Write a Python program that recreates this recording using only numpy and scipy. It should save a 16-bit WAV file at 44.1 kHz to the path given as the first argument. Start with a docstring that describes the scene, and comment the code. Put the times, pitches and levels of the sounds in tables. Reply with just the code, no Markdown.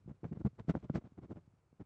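"""The footwell of a quiet, parked car, where walking shoes shift about on a ribbed rubber mat.
Each scuff is a short run of slips: the floor thuds under it, the rubber rasps and grit crackles.
Soles knock on the mat and tread edges snap over its ribs.
Clothing rustles faintly between the moves, over the low hush of the cabin."""
import sys
import numpy as np
from scipy import signal
from scipy.fft import rfft, irfft, next_fast_len
from scipy.io import wavfile
from scipy.ndimage import uniform_filter1d

SR = 44100
rng = np.random.default_rng(int(sys.argv[2]) if len(sys.argv) > 2 else 0)


def unload_wav(signal):
    """Save mono or channel-first audio to the path in sys.argv[1] as 16-bit WAV at rate SR, clipped to [-1, 1]."""
    wavfile.write(
        sys.argv[1],
        SR,
        np.round(np.clip(np.atleast_2d(signal).T, -1, 1) * 32767).astype(np.int16),
    )


N = 81585
T = np.arange(N) / SR


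def scuffs():
    """Each drag of a sole drives the floor's thud, the rubber's rasp and the crackle of grit."""
    # drags: t/s at full force, rise/s, hold/s, fall/s, then thud, rasp and grit level/dB before trim
    drags = [ (0.082, .006, 0.033, 0.02, -48.5, -61.5, -78.5), (0.24, .010, 0.019, 0.016, -38, -51, -73),
             (0.275, .010, 0.02, 0.018, -54.5, -74, -83), (0.325, .007, 0.0078, 0.0085, -38.5, -54, -79.5),
             (0.356, .020, 0.019, 0.028, -50, -62.5, -79), (0.407, 0.011, 0.012, 0.0045, -40.5, -55, -82),
             (0.454, .012, .017, 0.013, -32, -45.5, -66.5),
             (0.597, .018, 0.003, 0.022, -44.5, -48.5, -66.5), (0.696, .018, .010, 0.019, -32, -40, -53.5),
             (0.74, .004, 0.0019, .006, -45, -51.5, -79), (0.75, .008, 0.022, 0.017, -39.5, -50.5, -69.5),
             (0.841, .028, 0.0096, 0.027, -44.5, -56.5, -71.5),
             (0.894, 0.006, 0.017, 0.021, -55.5, -69.5, -72.5),
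             (0.953, .020, 0.0099, 0.025, -32, -43, -55.5), (0.977, .010, .009, 0.012, -41, -59, -73.5),
             (1.013, .008, 0.013, 0.0107, -61, -69.5, -83), (1.041, .008, 0.035, 0.0059, -55, -65, -77.5),
             (1.18, .011, 0.011, 0.013, -47.5, -58.5, -78),
             (1.226, .018, 0.029, 0.016, -49.5, -62.5, -76.5), (1.310, .026, 0.019, 0.007, -42, -54, -71),
             (1.362, .018, 0.015, 0.029, -49, -57, -79.5), (1.802, .011, 0.019, 0.015, -48, -59, -76.5), ]
    # tone colours of the three layers: f/Hz, level/dB
    thud = [(25, -24.5), (50, -10), (90, 0.5), (170, 3.5), (280, -7.5), (380, -9.5), (600, -25.5),
            (1500, -66)]
    rasp = [(150, -16), (330, 1.5), (420, -0.5), (530, -3), (680, -4.5), (900, -11), (1040, -12.5),
            (1220, -17), (1480, -20.5), (1750, -22), (2300, -30), (5000, -64.5)]
    grit = [(600, -12.5), (1400, 12.5), (1750, -9), (2020, 7), (2450, -1), (3100, -0.5), (4000, -5.5),
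            (5500, -9), (7600, -13.5), (10000, -14.5)]
    layers = np.array([friction(per_s=500, spread_db=1.5, colour=thud),
                       friction(per_s=1700, spread_db=3.5, colour=rasp),
                       friction(per_s=3500, spread_db=2, colour=grit)])
    trim_db = np.array([-2, -2, -3.5])
    return sum(from_db(trim_db + levels) @ (stroke(start, rise, hold, fall) * layers)
               for start, rise, hold, fall, *levels in drags)


def stroke(start, rise, hold, fall):
    """Thud, rasp and grit envelopes of one drag: force builds, holds and dies; speed peaks midway."""
    swell_db = [1.5, 3, 3]   # where the sole slides fastest
    fade_db = [25, 26, 19.5]   # loss over one rise or fall time
    outside_hold = np.maximum((start - T) / rise, 0) + np.maximum((T - start - hold) / fall, 0)
    speed = np.exp(-(2 * (T - start - 0.51 * hold) / hold) ** 2)
    envelope_db = np.outer(swell_db, speed) - np.outer(fade_db, outside_hold ** 1.36)
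    return from_db(np.maximum(envelope_db, -200))


def knocks():
    """Soft blows ring the damped mat at a pitch set by where they land, and boom in the floor pan."""
    # sole on mat: t/s, push level/dB, pitch/Hz, contact cut-off/Hz, boom/dB relative to the push
    blows = [ (0.044, -62, 144, 388, -6), (0.059, -44.5, 123, 190, -3), (0.077, -42, 184.5, 493, -19),
             (0.111, -45, 145.6, 300, 0), (0.144, -56, 131, 300, -16), (0.232, -36, 182, 400, -4.5),
             (0.284, -45.5, 124, 200, -5), (0.312, -35, 169.3, 220, -6), (0.318, -34.5, 155, 300, -0.5),
             (0.372, -43.5, 124, 500, 3.5), (0.396, -47.5, 132, 350, -6.5),
             (0.448, -20.5, 129.3, 220, -5.5), (0.462, -20, 133.3, 230, -6), (0.53, -61, 150, 510, -9),
             (0.599, -33.5, 133, 200, -10), (0.617, -48.5, 106, 160, -0.5), (0.647, -59, 130, 394, 3),
             (0.682, -28, 166.6, 350, -27.5), (0.696, -22.5, 190, 700, -29), (0.752, -32, 182.5, 800, 1),
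             (0.767, -33, 187, 503, -14), (0.899, -24, 154.6, 330, -16), (1.042, -41.5, 124, 230, -6),
             (1.120, -52.5, 155, 330, -1), (1.187, -42, 157, 260, 0), (1.476, -56, 120.4, 330, 0.5),
             (1.536, -60.5, 156, 260, -3), (1.728, -56.5, 148, 600, -6), (1.803, -44, 207, 500, -27), ]
    # modes of the mat on its carpet: multiple of its pitch, gain/dB, t60/s
    mat_modes = [(.95, -1, 0.051), (1.40, -4.5, 0.038), (3.2, -13.5, 0.011)]
    out = np.zeros(N)
    for start, db, pitch_hz, cut_hz, boom_db in blows:
        push = contact(start, db, cut_hz, order=3)
        out += from_db(boom_db) * ring(push, hz=93, t60=0.023)   # floor pan
        for multiple, mode_db, t60 in mat_modes:
            out += from_db(mode_db) * ring(push, pitch_hz * multiple, t60)
    return -out


def snaps():
    """Tread edges let go of the ribs with a dull tick."""
    # an edge slips off a rib: t/s, push level/dB, cut-off/Hz
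    releases = [(0.2433, -41.5, 2640), (0.33, -48, 2440), (0.4135, -39, 1227), (0.5970, -45.5, 3930),
                (0.6960, -31.5, 1990), (0.7517, -32.5, 1790), (0.8270, -57, 3500), (0.8971, -32, 1440),
                (0.9560, -30, 2300), (1.3100, -47, 1790), (1.3710, -49, 1590)]
    # modes of the rubber tread: f/Hz, gain/dB, t60/s
    tread_modes = [(542, -4.5, 0.018), (756, -10.5, 0.016), (1083, -22, 0.018), (1345, -21, 0.024),
                   (1477, -23.5, 0.022), (2170, -17, 0.0038), (4430, -15.5, 0.0021)]
    pushes = sum(contact(*release, order=6) for release in releases)
    return sum(from_db(db) * ring(pushes, hz, t60) for hz, db, t60 in tread_modes)


def rustle():
    """Socks and trouser legs rub softly while the feet move."""
    # envelope of the rubbing: t/s, level/dB
    envelope = [(0, -68), (.12, -70), (.2, -71), (.3, -63.5), (.42, -63.5), (.52, -66.5), (.66, -68),
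                (.8, -62), (.93, -68.5), (1.1, -71), (1.27, -73), (1.39, -63.5), (1.46, -71.5),
                (1.65, -80.5), (1.85, -77)]
    # tone colour of the fabric: f/Hz, level/dB
    cloth = [(30, -23.5), (100, 13), (220, -8.5), (450, -21), (1000, -26.5), (2200, -32), (4500, -38.5),
             (8000, -43.5)]
    gain = from_db(np.interp(T, *np.transpose(envelope)))
    return gain * friction(per_s=1800, spread_db=2, colour=cloth)


def cabin():
    """The hush of the cabin: a steady bed of dark noise."""
    # room tone: f/Hz, level/dB
    hush = [(20, -8.5), (45, -2.5), (100, 0.5), (160, -9), (250, -16), (360, -9.5), (600, -17.5),
            (1300, -20), (1900, -31.5), (2250, -27.5), (3200, -37.5), (8000, -39.5)]
    return from_db(-75) * coloured(rng.standard_normal(N), hush)


def friction(per_s, spread_db, colour):
    """Random slips of uneven size, given a tone colour and held at a steady level."""
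    sizes = from_db(spread_db * np.minimum(rng.exponential(1, N), 4)) * rng.choice([-1, 1], N)
    slips = sizes * (rng.random(N) < per_s / SR)
    rub = coloured(slips, colour)
    width = int(0.014 * SR)   # smoothing time that keeps the rubbing at a steady level
    power = uniform_filter1d(uniform_filter1d(rub * rub, width), width)
    return rub / np.sqrt(power + 0.0011)


def contact(start, db, cut_hz, order):
    """One push; the softer the contact, the lower its cut-off."""
    click = np.full(N, 1e-18)
    click[int(start * SR)] = from_db(db)
    return signal.sosfilt(signal.butter(order, cut_hz, fs=SR, output="sos"), click)


def ring(x, hz, t60):
    """One damped mode; a unit click sets it ringing at height 1."""
    decay, angle = from_db(-60 / (t60 * SR)), 2 * np.pi * hz / SR
    return signal.lfilter([.5, 0, -.5], [1, -2 * decay * np.cos(angle), decay * decay], x + 1e-18)


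def coloured(x, points):
    """Minimum-phase EQ through (f/Hz, level/dB) points; the result has rms 1."""
    size = 2 * next_fast_len(N)
    hz, db = np.transpose(points)
    grid_hz = np.maximum(np.arange(size // 2 + 1) * SR / size, 1)
    gain = from_db(np.interp(np.log(grid_hz), np.log(hz), db))
    cepstrum = irfft(np.log(gain))
    cepstrum[1:size // 2] *= 2   # folded forward, so nothing rings ahead of an attack
    cepstrum[size // 2 + 1:] = 0
    shaped = irfft(rfft(x, size) * np.exp(rfft(cepstrum)))[:N]
    return shaped / np.std(shaped)


def from_db(db):
    """Decibels to gain."""
    return 10 ** (np.asarray(db) / 20)


def scene():
    """The feet, close by, over the hush of the cabin, in mono."""
    bed = cabin()
    return (scuffs() + knocks() + snaps() + rustle() + bed)[None]


def record(dry):
    """The small microphone thins the deep bass, loses the top and adds a faint hiss."""
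    bass_cut_hz, top_hz, hiss_top_hz = 39, 8000, 10000
    thin = signal.sosfilt(signal.butter(2, bass_cut_hz, "highpass", fs=SR, output="sos"), dry)
    dull = signal.sosfilt(signal.ellip(10, .1, 70, top_hz, fs=SR, output="sos"), thin)
    hiss = from_db(-93) * rng.standard_normal(N)
    return signal.sosfilt(signal.ellip(8, .1, 70, hiss_top_hz, fs=SR, output="sos"), dull + hiss)


dry = scene()
out = record(dry)
unload_wav(out)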